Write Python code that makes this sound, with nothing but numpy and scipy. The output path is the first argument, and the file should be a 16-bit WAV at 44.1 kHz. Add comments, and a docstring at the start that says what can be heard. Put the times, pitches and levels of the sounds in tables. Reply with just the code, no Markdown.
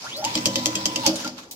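"""A benchtop cable winder ramps up, runs at five turns a second and brakes to a stop.
Its motor and gears whine at multiples of the shaft rate, forcing the cabinet's panels to resonate.
Twice a turn the loose steel arm clacks, hard and soft in turn, and excites the cabinet's low modes.
Friction makes the cable hiss through the hand and brush the coil. The winding head ticks,
a last light click comes as a hand reaches the arm, and the workshop reverberates."""
import sys
import numpy as np
from scipy import signal
from scipy.io import wavfile

SR = 44100
rng = np.random.default_rng(int(sys.argv[2]) if len(sys.argv) > 2 else 0)


def file_out(sig):
    """Save sig as 16-bit WAV at sys.argv[1]."""
    # one column per channel
    cols = np.atleast_2d(sig).T
    # limit, then scale
    lim = np.clip(cols, -1, 1)
    pcm = np.round(lim * 32767).astype(np.int16)
    wavfile.write(sys.argv[1], SR, pcm)


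N = 68355
TIME = np.arange(N) / SR


def from_db(db):
    """Amplitude ratio of a level in decibels."""
    return 10 ** (np.asarray(db) / 20)


def rms_one(x):
    """Normalisation to unit rms."""
    return x / np.sqrt(np.mean(x ** 2) + 1e-20)


def at_hz(points, hz):
    """Interpolation on a log-frequency axis."""
    frequencies, values = np.transpose(points)
    return np.interp(np.log(np.maximum(hz, 1)), np.log(frequencies), values)


def drift(rate_hz):
    """Random modulation: low-passed noise of unit rms."""
    r = np.exp(-80 * np.pi * rate_hz / SR)
    slow = signal.lfilter([1], [1, -2 * r, r * r], rng.standard_normal(N // 40 + 2002))[2000:]
    return np.interp(np.arange(N) / 40, np.arange(len(slow)), rms_one(slow))


def ring(x, hz, t60_s):
    """Damped oscillator: a unit impulse starts a decaying sine of amplitude 1."""
    r, w = from_db(-60 / (t60_s * SR)), 2 * np.pi * hz / SR
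    return signal.lfilter([0, np.sin(w)], [1, -2 * r * np.cos(w), r * r], x + 1e-18)


def resonate(x, hz, width_hz):
    """Band-pass resonance with unit peak gain."""
    r, w = np.exp(-np.pi * width_hz / SR), 2 * np.pi * hz / SR
    return signal.lfilter(np.array([1, 0, -1]) * (1 - r * r) / 2, [1, -2 * r * np.cos(w), r * r], x)


def dulled(x, top_hz):
    """Low-pass filtering."""
    return signal.sosfilt(signal.butter(4, top_hz, fs=SR, output="sos"), x + 1e-18)


def dying(start_s, fall_s):
    """Exponential decay from a sudden onset."""
    return (TIME >= start_s) * np.exp(-np.abs(TIME - start_s) / fall_s)


def scuff(start_s, length_s):
    """Half-Gaussian envelope: a contact holds briefly and lets go."""
    return (TIME >= start_s) * np.exp(-((TIME - start_s) / length_s) ** 2)


def late(x, lag_s):
    """Propagation delay."""
    return np.interp(TIME - lag_s, TIME, x, left=0)


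def placed(x, lag_s=0.000099):
    """Path difference: the machine stands slightly right, so the left channel lags."""
    return np.array([late(x, lag_s), x])


# likeness of left and right: frequency_hz, correlation
STEREO_CORRELATION = [(100, 1), (300, 0.89), (600, 0.89), (1000, 0.27), (1600, -0.47), (3000, -0.18),
                      (5000, -0.079), (12000, 0.039)]

def noise(spectrum, flicker_db=0):
    """Partially coherent stereo noise of unit rms; each third-octave band can flicker on its own."""
    edges = 22 * 2 ** (np.arange(30) / 3)
    out, white = 0, rng.standard_normal((2, 2, N))
    for k, (low, high) in enumerate(zip(edges, edges[1:])):
        band = signal.butter(2, [low, high], "band", fs=SR, output="sos")
        mid, side = signal.sosfilt(band, white[k % 2])
        hz = np.sqrt(low * high)
        alike = np.clip(at_hz(STEREO_CORRELATION, hz), -.99, .99)
        gain = from_db(at_hz(spectrum, hz) + flicker_db * drift(5.3))
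        out = out + gain * (np.sqrt(1 + alike) * mid + np.sqrt(1 - alike) * side * [[1], [-1]])
    return rms_one(out)


# workshop background: frequency_hz, density_db
BACKGROUND_SPECTRUM = [(25, -37), (55, 13), (120, 14.5), (280, 18.5), (400, 14.5), (800, 13), (1600, -4),
                       (5500, 3), (9000, -10.5), (16000, -25)]

def background():
    """Ambient noise: a faint, broadband floor."""
    return from_db(-50) * noise(BACKGROUND_SPECTRUM, flicker_db=3)


# cable sliding through the hand: time_s, level_db
SLIDE_LEVELS = [(0, -43), (.05, -36), (.21, -46), (.28, -34), (.44, -37), (.75, -35.5), (1.0, -36.5),
                (1.12, -45), (1.27, -32.5), (1.34, -57), (1.44, -46.5), (1.5, -79)]
# cable brushing the coil: peak_s, level_db, rise_s, fall_s
COIL_BRUSHES = [(0.38, -28.5, 0.012, 0.0076), (0.591, -30.5, 0.003, 0.0095), (1.061, -25.5, 0.036, 0.041),
                (1.165, -45, 0.0017, 0.0084), (1.205, -29, 0.0075, 0.0076), (1.387, -33.5, 0.01, 0.015)]
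# friction hiss: frequency_hz, density_db
HISS_SPECTRUM = [(400, -12.5), (1000, -1), (1700, -3.5), (3200, -1.5), (4000, -1), (5600, 2.5),
                 (7500, -14.5), (10000, -16.5), (15000, -25.5)]

def cable():
    """Sliding friction: a grainy hiss in which hand and coil contacts add in power."""
    slide = from_db(np.interp(TIME, *np.transpose(SLIDE_LEVELS)))
    brushes = sum(from_db(db) * np.exp(-np.maximum((peak_s - TIME) / rise_s, (TIME - peak_s) / fall_s))
                  for peak_s, db, rise_s, fall_s in COIL_BRUSHES)
    grain = from_db(1.9 * drift(210))
    return np.hypot(slide, brushes) * grain * noise(HISS_SPECTRUM, flicker_db=3)


# gear tones at full speed: cycles_per_motor_turn, level_db
GEAR_TONES = [(18, -41.5), (20, -38.5), (40, -56)]

def gear_whine(angle, speed):
    """Periodic tooth contact: harmonics of the motor's rotation grow with the square of its speed."""
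    tones = sum(from_db(db + 1.7 * drift(35)) * np.sin(order * angle) for order, db in GEAR_TONES)
    whine = np.sqrt(2) * tones * speed ** 2
    return np.array([late(whine, lag_s=0.00044), from_db(-4) * whine])


# thin motor tones: cycles_per_motor_turn, level_db
MOTOR_TONES = [(155, 0.5), (310, -14)]
# how well they radiate: frequency_hz, gain_db
MOTOR_RADIATION = [(300, -65), (900, -45.5), (1400, -43.5), (2200, -53.5), (3300, -33.5), (5000, -40.5),
                   (7750, -54), (16000, -46)]

def motor_whistle(angle, shaft_hz):
    """Radiation efficiency varies with frequency, so the tones swell and fade as they glide."""
    whistle = 0
    for order, db in MOTOR_TONES:
        gain = from_db(db + at_hz(MOTOR_RADIATION, order * shaft_hz) + 2 * drift(60))
        whistle += gain * np.sin(order * angle + drift(110))
    return np.sqrt(2) * whistle * (shaft_hz > 0)


# shaking by the gears, strongest under the load of the ramps: time_s, gain_db
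MESH_LOAD = [(.15, -14), (.18, 3), (.22, 6), (.248, 9.5), (.272, 15), (.295, -32), (.45, -3), (1.015, 0.5),
             (1.04, 11), (1.07, 9), (1.11, 2.5)]

def gear_mesh(angle, speed, teeth=20, jitter_rad=.55):
    """Phase and amplitude modulation roughen the meshing force that shakes the panels."""
    phase = teeth * angle + jitter_rad * drift(94)
    force = np.sin(phase) + from_db(-19) * np.sin(2 * phase)
    roughness = from_db(2.5 * drift(105))
    load_db = np.interp(TIME, *np.transpose(MESH_LOAD))
    return from_db(load_db - 42) * rms_one(force * roughness) * (speed > 0)


# panel resonances: pitch_hz, width_hz, gain_db
PANEL_MODES = [(611, 93, 3), (838, 32, 2), (904, 142, 1.5), (1381, 39, 14)]

def panels(force):
    """Forced vibration: the panels sound most when a tone sweeps through a resonance."""
    return sum(from_db(db) * resonate(force, hz, width_hz) for hz, width_hz, db in PANEL_MODES)


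def drive(speed, motor_hz=50):
    """Direct and structure-borne radiation of the drive; braking shifts the whistle into the panels."""
    shaft_hz = motor_hz * speed
    angle = 2 * np.pi * np.cumsum(shaft_hz * (1 + 0.002135 * drift(24.4))) / SR
    gears = gear_whine(angle, speed)
    whistle = motor_whistle(angle, shaft_hz)
    braking = TIME > BRAKE_S
    force = gear_mesh(angle, speed) + whistle * from_db(5 * braking)
    return gears + placed(panels(force) + whistle * from_db(-11 * braking))


# spindle rumble: frequency_hz, density_db
RUMBLE_SPECTRUM = [(30, -31), (70, -43), (115, 6.5), (200, 3.5), (310, 3.5), (400, -7), (550, 5),
                   (800, -16), (1500, -26.5)]

def spindle(speed):
    """Rotational noise: a low rumble with amplitude proportional to speed."""
    return from_db(-40.5) * speed * noise(RUMBLE_SPECTRUM, flicker_db=2.5)


# ticks of the winding head: start_s, level_db, fall_s, top_hz
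HEAD_TICKS = [(0.165, -38.5, 0.027, 15000), (1.157, -24.5, 0.014, 9900), (1.511, -31, 0.017, 18000)]
# their bright colour: frequency_hz, density_db
TICK_SPECTRUM = [(300, -17), (1500, -5), (3000, 11), (6000, 16), (9000, 11), (15500, 11.5)]

def ticks():
    """Light impacts: broadband transients with exponential decay."""
    grit = noise(TICK_SPECTRUM)
    return sum(dulled(from_db(db) * dying(start_s, fall_s) * grit, top_hz)
               for start_s, db, fall_s, top_hz in HEAD_TICKS)


# impacts of the arm, in relative levels: start_s, ring_db, ping_db, rattle_db, thump_db
ARM_CLACKS = [(0.2417, -12, -29, -8.5, -8), (0.249, -2, -1.5, -10, -14), (0.353, -2.5, -12, -3, 0.5),
              (0.4566, 2, 3, 3, 4.5), (.557, 1, -5.5, -2, 1.5), (0.6578, -2.5, 3.5, -1, 0.5),
              (.754, -0.5, -6.5, -5.5, -3), (0.8563, -1.5, 3, -0.5, -1), (0.9592, -2.5, -5.5, -4.5, -1),
              (1.0636, -5, 8.5, 4.5, 7), (1.246, -13.5, -36, -11, -5.5), (1.275, -39, -21, -11, -17)]
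# modes of the steel arm: pitch_hz, level_db, t60_s
ARM_MODES = [(2021, -21.5, 0.22), (2657, -2.5, 0.029), (3149, 4, 0.035), (3354, -7.5, 0.029),
             (4670, -5, 0.025), (5340, -11, 0.049), (5950, -11, 0.024), (6670, -5, 0.042),
             (7500, -3.5, 0.053), (8450, -18, 0.028), (9600, -36, 0.021), (13440, -11, 0.025)]

def arm_ring(detune_hz=90, spread_db=2):
    """Free vibration: the struck arm's modes vary at each clack with how the loose arm sits."""
    hz, mode_db, t60_s = np.transpose(ARM_MODES)
    rings = np.zeros(N)
    for start_s, ring_db, *_ in ARM_CLACKS:
        start = int(start_s * SR)
        age = TIME[:min(N - start, SR // 8), None]
        detune, strength, phase = rng.standard_normal((3, len(hz)))
        modes = np.sin(2 * np.pi * ((hz + detune_hz * detune) * age + phase))
        decay = from_db(-60 * age / t60_s)
        gains = from_db(ring_db + mode_db + spread_db * strength - 20)
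        rings[start:start + len(age)] += (modes * decay) @ gains
    return placed(rings)


# rebounds after the hard clacks: start_s, ping_db
ARM_BOUNCES = [(.4641, 0.5), (.4699, -2.5), (.6671, -3), (.6761, -13), (.8643, -2.5), (1.0692, 2),
               (1.0765, 0)]
# ping of a sharp contact: frequency_hz, density_db
PING_SPECTRUM = [(1500, -17), (4000, -26), (5000, 2), (6400, 2), (8000, -11.5), (10000, -42),
                 (12600, -15.5), (16000, -43)]

def arm_ping():
    """Contact noise: each brief clack and rebound radiates a burst of treble."""
    contacts = [(start_s, db) for start_s, _, db, _, _ in ARM_CLACKS] + list(ARM_BOUNCES)
    envelope = sum(from_db(db - 13) * scuff(start_s, length_s=0.0017) for start_s, db in contacts)
    return envelope * noise(PING_SPECTRUM)


# rattle of loose parts: frequency_hz, density_db
RATTLE_SPECTRUM = [(800, -4.5), (1600, -12.5), (2600, -1), (4000, 0), (5000, 4.5), (6400, -1), (10000, -19),
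                   (12600, -10), (16000, -38)]

def rattle(delay_s=0.001043):
    """Secondary impacts: loose parts give a grainy burst just after each clack."""
    envelope = sum(from_db(db - 14) * dying(start_s + delay_s, fall_s=0.004)
                   for start_s, _, _, db, _ in ARM_CLACKS)
    grain = rms_one(from_db(1.5 * drift(400)))
    return envelope * grain * noise(RATTLE_SPECTRUM)


# modes of the cabinet: pitch_hz, level_db, t60_s
CABINET_MODES = [(90, -20, 0.54), (117.8, -11, 0.89), (154.7, -13, 0.43), (195.4, -3, 0.54),
                 (246.2, -5.5, 0.5), (263.2, -8, 0.62), (301.3, 2.5, 0.23), (320.9, 1.5, 0.24),
                 (491.4, -1, 0.08), (550, -3, 0.38), (608, -5.5, 0.066), (684, -9, 0.11), (856, -22, 0.12)]

def cabinet(delay_s=0.00215, low_cut_hz=75, spread_db=2):
    """Impulse excitation: each clack makes the cabinet shudder and boom in a new mix of its modes."""
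    low_cut = signal.butter(2, low_cut_hz, "high", fs=SR, output="sos")
    pushes = []
    for start_s, *_, thump_db in ARM_CLACKS:
        shudder = dying(start_s + delay_s, fall_s=0.022) * rng.standard_normal(N)
        push = from_db(-6.5) * shudder / np.linalg.norm(shudder)
        push[int((start_s + delay_s) * SR)] += 1  # the impulse itself
        pushes.append(from_db(thump_db - 31.5) * signal.sosfilt(low_cut, push))
    coupling = from_db(spread_db * rng.standard_normal((len(ARM_CLACKS), len(CABINET_MODES))))
    forces = coupling.T @ np.array(pushes)
    boom = sum((-1) ** k * from_db(db) * ring(forces[k], hz, t60_s)
               for k, (hz, db, t60_s) in enumerate(CABINET_MODES))
    return placed(boom, lag_s=0.00017)


# colour of the reflections: frequency_hz, gain_db
ROOM_SPECTRUM = [(60, -17), (330, 1), (600, 9.5), (900, 4), (3000, 2), (6000, 2.5), (9000, -4.5),
                 (16000, 3)]

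def workshop(x, delay_s=0.0028, early_db=-7, early_t60_s=0.12, tail_db=-15, tail_t60_s=0.82):
    """Reverberation: dense early reflections from bench and cabinet add in power to the room's tail."""
    power = 0
    for db, t60_s in (early_db, early_t60_s), (tail_db, tail_t60_s):
        decay = dying(delay_s, t60_s / np.log(1000))
        power += (from_db(db) * decay / np.linalg.norm(decay)) ** 2
    response = noise(ROOM_SPECTRUM) * np.sqrt(power)
    return signal.fftconvolve(x[1][None], response, axes=1)[:, :N]


START_S, FULL_SPEED_S, BRAKE_S, STOP_S = 0.016, .285, 1.022, 1.297

def scene():
    """Superposition of machine, cable and room; the speed ramps up, holds and ramps down."""
    speed = np.interp(TIME, [START_S, FULL_SPEED_S, BRAKE_S, STOP_S], [0, 1, 1, 0])
    whine = drive(speed)
    rumble = spindle(speed)
    clacks = dulled(arm_ring() + arm_ping() + rattle(), top_hz=13250)
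    boom = cabinet()
    hiss_and_ticks = cable() + ticks()
    room = workshop(clacks + from_db(-0.5) * boom + from_db(-1) * (whine + hiss_and_ticks))
    return whine + rumble + clacks + boom + hiss_and_ticks + room + background()


def record(dry, cutoff_hz=15900):
    """Soft saturation rounds the sharpest peaks; a steep low-pass limits the bandwidth."""
    low_pass = signal.ellip(10, .1, 80, cutoff_hz, fs=SR, output="sos")
    return signal.sosfilt(low_pass, .9 * np.tanh(dry / .9))


dry = scene()
out = record(dry)
file_out(out)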